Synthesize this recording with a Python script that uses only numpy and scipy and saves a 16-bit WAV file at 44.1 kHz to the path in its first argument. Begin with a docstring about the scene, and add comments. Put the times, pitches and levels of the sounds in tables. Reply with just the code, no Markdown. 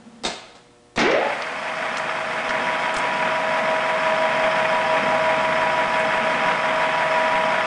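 """In a humming workshop, a geared metal lathe starts. A lever clacks, ringing the modes of its steel
linkage; the drive engages, the gears slam through their backlash and whine up to speed. Each of two
meshes sounds at its tooth count times the spindle's rotation rate, over a clatter of tooth impacts that
partly repeats with every turn. The controls click as the feed is put in, and the gearbox grows louder
under the load. Dull low bumps come now and then."""
import sys
import numpy as np
from scipy import signal
from scipy.fft import rfft, irfft, next_fast_len
from scipy.io import wavfile

SR = 44100
rng = np.random.default_rng(int(sys.argv[2]) if len(sys.argv) > 2 else 0)


def to_wav(sig):
    """Store sig (one row per channel, or 1-D mono) as 16-bit WAV at the path in sys.argv[1].

    Samples outside -1..1 are clipped; the rate is SR.
    """
    pcm = np.clip(np.atleast_2d(sig), -1, 1) * 32767
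    pcm = np.round(pcm).astype(np.int16)
    wavfile.write(sys.argv[1], SR, pcm.T)  # frames by channels


N = 337802
TIME = np.arange(N) / SR
SPINDLE_HZ, MAIN_TEETH, SECOND_TEETH = 5.7945, 110, 168
ENGAGE_S, FEED_S = .96, 2.8  # the drive engages; the feed is running
KNOCK_PEAK_S = 5.973  # one crest of the once-a-turn knock

# reverberation of the shop: (frequency [Hz], t60 [s])
REVERB_TIMES = [(150, 0.46), (400, 0.45), (1000, 0.82), (2800, 0.77), (7300, 0.42)]
# mains hum: (frequency [Hz], level [dB])
MAINS_HUM = [(120, -66), (240, -65), (360, -65), (480, -59), (600, -65), (720, -65), (840, -72), (960, -71),
             (1080, -72), (1320, -73), (1800, -74), (8032, -79)]
# spectra of the shop air and the opening drone: (frequency [Hz], relative density [dB])
AIR_SPECTRUM = [(18, -28), (30, -4), (64, -10), (358, -3.5), (424, -15.5), (479, -13.5), (554, -12),
                (611, -7.5), (673, -21), (724, -14), (10000, -26.5), (13000, -62), (22000, -120)]
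DRONE_SPECTRUM = [(40, -26), (130, -24), (190, -6), (235, 5), (290, -22), (500, -17), (1200, -23.5),
                  (3000, -30.5), (9000, -43)]
# blows of lever and drive: (time [s], relative crash level [dB], crash t60 [s], ping gain [dB])
LEVER_BLOWS = [(.2365, -29, .12, -44), (.2495, -28, .11, -23.5), (.263, -32, .2, -36), (.48, -55, .3, -68),
               (.552, -49, .14, -62), (.96, -32, .1, -44)]
# crash of loose parts: (frequency [Hz], relative density [dB])
CRASH_SPECTRUM = [(30, -13), (120, -13), (200, -2.5), (300, -3), (530, 2.5), (850, -1.5), (1250, -5),
                  (1800, -8), (2700, -10), (4100, -6), (6000, -14.5), (8500, -15.5), (10000, -37)]
# modes of the steel linkage: (frequency [Hz], relative level [dB], t60 [s])
LINKAGE_MODES = [(522, -9, .25), (1590, -16, .3), (2950, -15, .08), (3260, -14, .1), (3620, -8, .06),
                 (3685, 1, .14), (3770, -8, .07), (4100, -7, .12), (5380, -15, .1), (5950, -15, .15),
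                 (6990, -20, .12), (8400, -20, .06)]
# the stronger low bumps: (time [s], relative level [dB])
LOW_BUMPS = [(.255, -44), (0.981, -33), (1.07, -41), (2.49, -42), (2.965, -36), (4.44, -40), (4.765, -43),
             (5.44, -49), (5.875, -43), (6.17, -42), (6.465, -42), (7.35, -39)]
# run-up of the spindle: (time [s], share of full speed [1])
SPINDLE_RUN_UP = [(.96, .2), (1.01, .25), (1.04, .33), (1.09, .47), (1.14, .61), (1.175, .69), (1.215, .86),
                  (1.28, 0.94), (1.35, 0.97)]
# gears slamming through their backlash: (time [s], body level [dB], treble level [dB])
BACKLASH_SLAMS = [(.976, -17.5, -35), (.99, -38, -27), (1.013, -19, -36), (1.11, -44, -35)]
# spectra of the slams' body and treble: (frequency [Hz], relative density [dB])
SLAM_BODY_SPECTRUM = [(30, -17), (100, -17), (240, 2), (400, -2), (780, 2), (1200, -2.5), (2100, -1),
                      (3000, -8), (4000, -16), (6000, -35)]
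SLAM_TREBLE_SPECTRUM = [(2000, -23), (3500, 0), (5800, 1.5), (7500, -13.5), (10000, -24)]
# headstock resonances under the slams and the clatter: (frequency [Hz], bandwidth [Hz], gain [dB])
SLAM_RESONANCE = [(2130, 230, 3)]
CASTING_RESONANCES = [(805, 33.4, 8.5), (1180, 36, 0.5), (1480, 46, 3), (1735, 82, 5), (1970, 66, 5),
                      (2170, 110, 5.5), (2453, 110, 4.5), (2592, 23, 7), (3145, 76, 5), (3334, 30, 8),
                      (3560, 100, 5.5)]
# mean levels of the two meshes at full speed: (time [s], level [dB])
MAIN_MESH_LEVEL = [(1.5, -36.5), (1.9, -33.5), (3.3, -32.5), (4.1, -24), (5.45, -26), (6.7, -29),
                   (7.2, -28), (7.66, -31.5)]
SECOND_MESH_LEVEL = [(1.6, -42), (2.42, -41), (2.54, -32.5), (3.2, -29), (5.5, -27.5), (7.66, -28.5)]
# gearbox load, growing with the feed: (time [s], level relative to full load [dB])
GEARBOX_LOAD = [(1.25, -6), (1.5, -6), (1.9, -4), (2.45, -3), (2.6, -1), (3.4, -1.5), (4.3, 0),
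                (7.66, -0.16)]
# spectra of the gearbox noises: (frequency [Hz], relative density [dB])
CLATTER_SPECTRUM = [(380, -18), (480, -9.5), (600, -3), (670, 0.5), (750, -5.5), (920, -1.5), (1150, -1),
                    (1700, -4), (2300, -7), (2850, -12), (3300, -14.5), (3450, -20), (3800, -20),
                    (4500, -36)]
HISS_SPECTRUM = [(3200, -12.5), (4000, -2.5), (4600, 2.5), (5500, -2), (6000, -3.5), (7000, -6.5),
                 (8500, -7.5), (10000, -12.5)]
RUMBLE_SPECTRUM = [(25, -24.5), (62, -32.5), (85, -21.5), (110, -19.5), (140, -6.5), (200, 0.5), (260, 2.5),
                   (300, -5), (400, -8.5), (470, -2.5)]
RUB_SPECTRUM = [(4600, -20), (4950, -5), (5200, 0), (5500, -5), (5900, -20)]
# weaker tones of the gear train: (order [cycles per spindle turn], relative level [dB])
GEAR_ORDERS = [(25.23, -49), (29, -53), (47.5, -51), (62.14, -49), (75.4, -51), (84.1, -51), (87, -45),
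               (101.3, -45), (115.8, -47), (119.7, -44), (126, -44), (139, -45), (141, -47), (144, -47),
               (155, -48), (183, -48), (197, -45), (220, -40), (258.4, -47), (275, -43), (294, -42),
               (326.3, -45), (378, -46), (381.3, -47), (393, -48), (445, -51), (550, -56), (882, -63)]
# low hum of the drive: (time [s], level [dB])
DRIVE_HUM_LEVEL = [(1.3, -79), (1.8, -61), (3.2, -59), (3.8, -67), (5.0, -52.5), (5.5, -51.5), (6.8, -59),
                   (7.66, -55)]
# clicks of the controls: (time [s], level [dB], centre [Hz], half-width [octaves], t60 [s])
CONTROL_CLICKS = [(1.4205, -16, 1900, .42, .025), (1.421, -28, 4500, .25, .025),
                  (1.971, -24, 4000, .55, .025), (1.981, -36, 6500, .35, .07),
                  (2.4923, -24.5, 3800, .42, .03), (2.503, -37, 5000, .4, .06),
                  (2.9415, -32.5, 7600, .25, .05), (2.9653, -23, 4300, .55, .022),
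                  (2.967, -35, 8000, .25, .08), (2.983, -35, 7000, .4, .07), (5.991, -44, 7500, .3, .2)]


def from_db(db):
    """Amplitude grows tenfold for every 20 dB."""
    return 10 ** (np.asarray(db) / 20)


def unit_rms(x):
    """Normalisation to a mean power of one."""
    return x / np.sqrt(np.mean(x ** 2) + 1e-20)


def in_time(points):
    """Linear interpolation of (time, value) points at every sample."""
    return np.interp(TIME, *np.transpose(points))


def at_hz(points, hz):
    """Interpolation on a logarithmic frequency axis."""
    frequencies, values = np.transpose(points)
    return np.interp(np.log(np.maximum(hz, 1)), np.log(frequencies), values)


def coloured(spectrum, source=None):
    """Source and filter: a spectrum with steep skirts shapes the source (default white noise); rms 1."""
    source = rng.standard_normal(N) if source is None else source
    size = next_fast_len(N, real=True)
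    hz = np.maximum(np.fft.rfftfreq(size, 1 / SR), 1)
    skirts = np.minimum(1, np.minimum(hz / spectrum[0][0], spectrum[-1][0] / hz)) ** 3
    response = from_db(at_hz(spectrum, hz)) * skirts
    return unit_rms(irfft(rfft(source, size) * response, size)[:N])


def resonate(x, resonances):
    """Each resonance amplifies a narrow band about its natural frequency."""
    return x + sum((from_db(db) - 1) * signal.lfilter(*signal.iirpeak(hz, hz / width, fs=SR), x)
                   for hz, width, db in resonances)


def drift(corner_hz):
    """Low-passed noise wanders smoothly, with an rms of one."""
    hop, warm_up = 100, 1000
    pole = np.exp(-2 * np.pi * corner_hz * hop / SR)
    noise = rng.standard_normal(N // hop + warm_up + 2)
    slow = signal.lfilter([1], [1, -2 * pole, pole * pole], noise)[warm_up:]
    return np.interp(np.arange(N) / hop, np.arange(len(slow)), unit_rms(slow))


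def decay(start, t60):
    """Free decay: after a sudden onset, damping takes away 60 dB every t60 seconds."""
    return (TIME >= start) * from_db(-60 * np.clip((TIME - start) / t60, 0, 4))


def strain(db, attack_s, hold_s, t60):
    """Envelope of a forced vibration that builds as the drive engages, holds, then decays."""
    t = TIME - ENGAGE_S
    rise = np.clip(t / attack_s, 0, 1) ** 2
    return rise * from_db(db - 60 * np.clip((t - attack_s - hold_s) / t60, 0, 4))


def each_turn(turns, peak_s):
    """Rotational modulation: one cosine cycle per turn, with a crest at peak_s."""
    return np.cos(2 * np.pi * (turns - np.interp(peak_s, TIME, turns)))


def room(x, wet_db):
    """Reverberation: part of the power goes to a diffuse tail whose octaves decay at their own rates."""
    t, tail = TIME[:SR], 0
    for low in 60 * 2. ** np.arange(8):
        band = signal.butter(2, [low, 2 * low], "band", fs=SR, output="sos")
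        fall = from_db(-60 * t / at_hz(REVERB_TIMES, low * np.sqrt(2)))
        tail += signal.sosfilt(band, rng.standard_normal(SR)) * fall * (t > .005)
    diffuse = signal.fftconvolve(x, tail / np.linalg.norm(tail))[:N]
    wet = from_db(wet_db)
    return (x + wet * diffuse) / np.hypot(1, wet)


def shop():
    """Superposition of mains hum, broadband air noise and a drone that decays after the first clack."""
    hum = sum(from_db(db) * np.sqrt(2) * np.sin(2 * np.pi * (hz * TIME + rng.random()))
              for hz, db in MAINS_HUM)
    air = from_db(-55.5) * coloured(AIR_SPECTRUM)
    fading = np.where(TIME < .25, 1, decay(.25, t60=.6))
    return hum + air + from_db(-45.5) * fading * coloured(DRONE_SPECTRUM)


def lever_clacks():
    """Impact excitation: each blow sets loose parts crashing and the linkage's damped modes ringing."""
    crash = coloured(CRASH_SPECTRUM) * from_db(2 * drift(150))
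    crashes = pings = 0
    for start, crash_db, crash_t60, ping_db in LEVER_BLOWS:
        ring = sum(from_db(db) * decay(start, t60) * np.sin(2 * np.pi * (hz * TIME + rng.random()))
                   for hz, db, t60 in LINKAGE_MODES)
        crashes += from_db(crash_db) * crash * decay(start, crash_t60)
        pings += from_db(ping_db) * ring
    return room(pings, wet_db=-17) + from_db(5) * room(crashes, wet_db=-4)


def low_bumps(hz=36, t60=.066):
    """Heavily damped oscillations of a cycle or two; faint ones come at random once the feed runs."""
    faint = [(start, -48) for start in rng.uniform(FEED_S, TIME[-1], size=9)]
    return from_db(7) * sum(from_db(db) * decay(start, t60) * np.sin(2 * np.pi * hz * (TIME - start))
                            for start, db in LOW_BUMPS + faint)


def spindle_turns():
    """The spindle's angle, in turns, is the time integral of its speed."""
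    share = in_time(SPINDLE_RUN_UP + [(1.45, .997), (2.0, 1)])
    return np.cumsum(share) * SPINDLE_HZ / SR


def take_up():
    """Backlash closes in impacts: gears rattle, the frame thuds, the motor grunts at twice the hum."""
    body_gain = strain(-20, attack_s=.035, hold_s=.045, t60=1.15)
    body_gain += sum(from_db(db) * decay(start, t60=.059) for start, db, _ in BACKLASH_SLAMS)
    treble_gain = sum(from_db(db) * decay(start, t60=.15) for start, _, db in BACKLASH_SLAMS)
    body = body_gain * coloured(SLAM_BODY_SPECTRUM, resonate(rng.standard_normal(N), SLAM_RESONANCE))
    treble = treble_gain * coloured(SLAM_TREBLE_SPECTRUM)
    rattle = (body + treble) * from_db(drift(70))
    grunt = from_db(-15) * decay(.98, t60=.096) * np.sin(2 * np.pi * 240 * TIME)
    thud = from_db(-30) * decay(.97, t60=.09) * np.sin(2 * np.pi * 80 * (TIME - .98))
    return room(rattle + grunt, wet_db=-7) + thud


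def mesh_whine(turns):
    """Two meshes sing at their tooth-passing rates; at full speed one wavers and the other throbs."""
    main, second = (np.sqrt(2) * np.sin(2 * np.pi * teeth * turns + .1 * drift(11))
                    for teeth in (MAIN_TEETH, SECOND_TEETH))
    rising = strain(-31, attack_s=.2, hold_s=.11, t60=.35) * main
    rising += strain(-19.5, attack_s=.095, hold_s=.115, t60=.33) * second
    main_db = in_time(MAIN_MESH_LEVEL) + 4 * np.tanh(drift(6.1))
    second_db = in_time(SECOND_MESH_LEVEL) + 2.5 * each_turn(turns, KNOCK_PEAK_S) + 1.5 * drift(3.2)
    steady = from_db(main_db) * main + from_db(second_db) * second
    settled = np.clip((TIME - 1.35) / .47, 0, 1)
    chatter = from_db(2.4 * drift(60) - 1)  # of the straining teeth
    return room(rising * chatter, wet_db=-1) + settled * steady


def tooth_noise(turns, repeat):
    """Tiny tooth impacts as periodic plus random excitation; repeat is the periodic share of power."""
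    size = round(SR / SPINDLE_HZ)
    flaws = rng.standard_normal(size)[(turns * size).astype(int) % size]
    return np.sqrt(repeat) * flaws + np.sqrt(1 - repeat) * rng.standard_normal(N)


def tooth_clatter(turns, load_db):
    """Uneven tooth impacts hiss and excite the casting's resonances, harder on one side of each turn."""
    knock = from_db(.6 * drift(50) + .5 * each_turn(turns, KNOCK_PEAK_S))
    impacts = tooth_noise(turns, repeat=.32) * from_db(2 * drift(300))
    clatter = coloured(CLATTER_SPECTRUM, resonate(impacts, CASTING_RESONANCES))
    hiss = coloured(HISS_SPECTRUM, tooth_noise(turns, repeat=.028))
    return knock * (from_db(-22.3 + load_db) * clatter + from_db(-44.5 + .39 * load_db) * hiss)


def rumble(turns, load_db):
    """Low forced vibration of the headstock under the tooth impacts, growing steeply with load."""
    level_db = -35.5 + 1.62 * load_db + 1.5 * drift(4)
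    return from_db(level_db) * coloured(RUMBLE_SPECTRUM, tooth_noise(turns, repeat=.16))


def rub(turns, load_db):
    """Friction noise in a high band, swelling once and rippling three times per turn."""
    swish_db = 6.5 * each_turn(turns, peak_s=5.923) + 4 * each_turn(3 * turns, peak_s=5.957)
    level_db = -54 + 1.1 * load_db + swish_db
    return from_db(level_db) * coloured(RUB_SPECTRUM, tooth_noise(turns, repeat=.4))


def gear_tones(turns, load_db):
    """Rotational orders: the many gears add weak, wavering tones at set ratios to the spindle rate."""
    tones = sum(from_db(db + 1.6 * drift(1.7)) * np.sin(2 * np.pi * order * turns + .51 * drift(1.1))
                for order, db in GEAR_ORDERS)
    return from_db(2.5 + load_db) * tones


def drive_hum(turns, order=15.43):
    """A low rotational order of the drive that slowly swells and sinks."""
    gain = (TIME > DRIVE_HUM_LEVEL[0][0]) * from_db(in_time(DRIVE_HUM_LEVEL))
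    return gain * np.sqrt(2) * np.sin(2 * np.pi * order * turns)


def control_clicks(attack_s=.0004):
    """Brief contacts of steel on steel radiate bright, quickly damped bands of noise."""
    snaps = 0
    for start, db, hz, octaves, t60 in CONTROL_CLICKS:
        ratio = 2 ** octaves
        band = [(hz / ratio ** 2, -18), (hz / ratio, -4), (hz, 0),
                (hz * ratio, -4), (hz * ratio ** 2, -18)]
        attack = np.clip((TIME - start) / attack_s, 0, 1)
        snaps += from_db(db) * attack * decay(start, t60) * coloured(band)
    return room(snaps, wet_db=-13.5)


def scene():
    """Superposition of lathe and shop in one channel; the rotating parts share the spindle's angle."""
    turns, load_db = spindle_turns(), in_time(GEARBOX_LOAD)
    spinning = np.clip((TIME - .98) / .33, 0, 1)
    gearbox = spinning * sum(part(turns, load_db) for part in (tooth_clatter, rumble, rub, gear_tones))
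    lathe = gearbox + mesh_whine(turns) + drive_hum(turns) + take_up()
    return (lathe + lever_clacks() + control_clicks() + low_bumps() + shop())[None]


def record(dry):
    """Soft saturation rounds the highest peaks; a steep low-pass filter cuts the top treble."""
    ceiling, cutoff_hz = .42, 10150
    rounded = dry / (1 + (dry / ceiling) ** 6) ** (1 / 6)
    return signal.sosfilt(signal.ellip(12, .1, 80, cutoff_hz, fs=SR, output="sos"), rounded)


dry = scene()
out = record(dry)
to_wav(out)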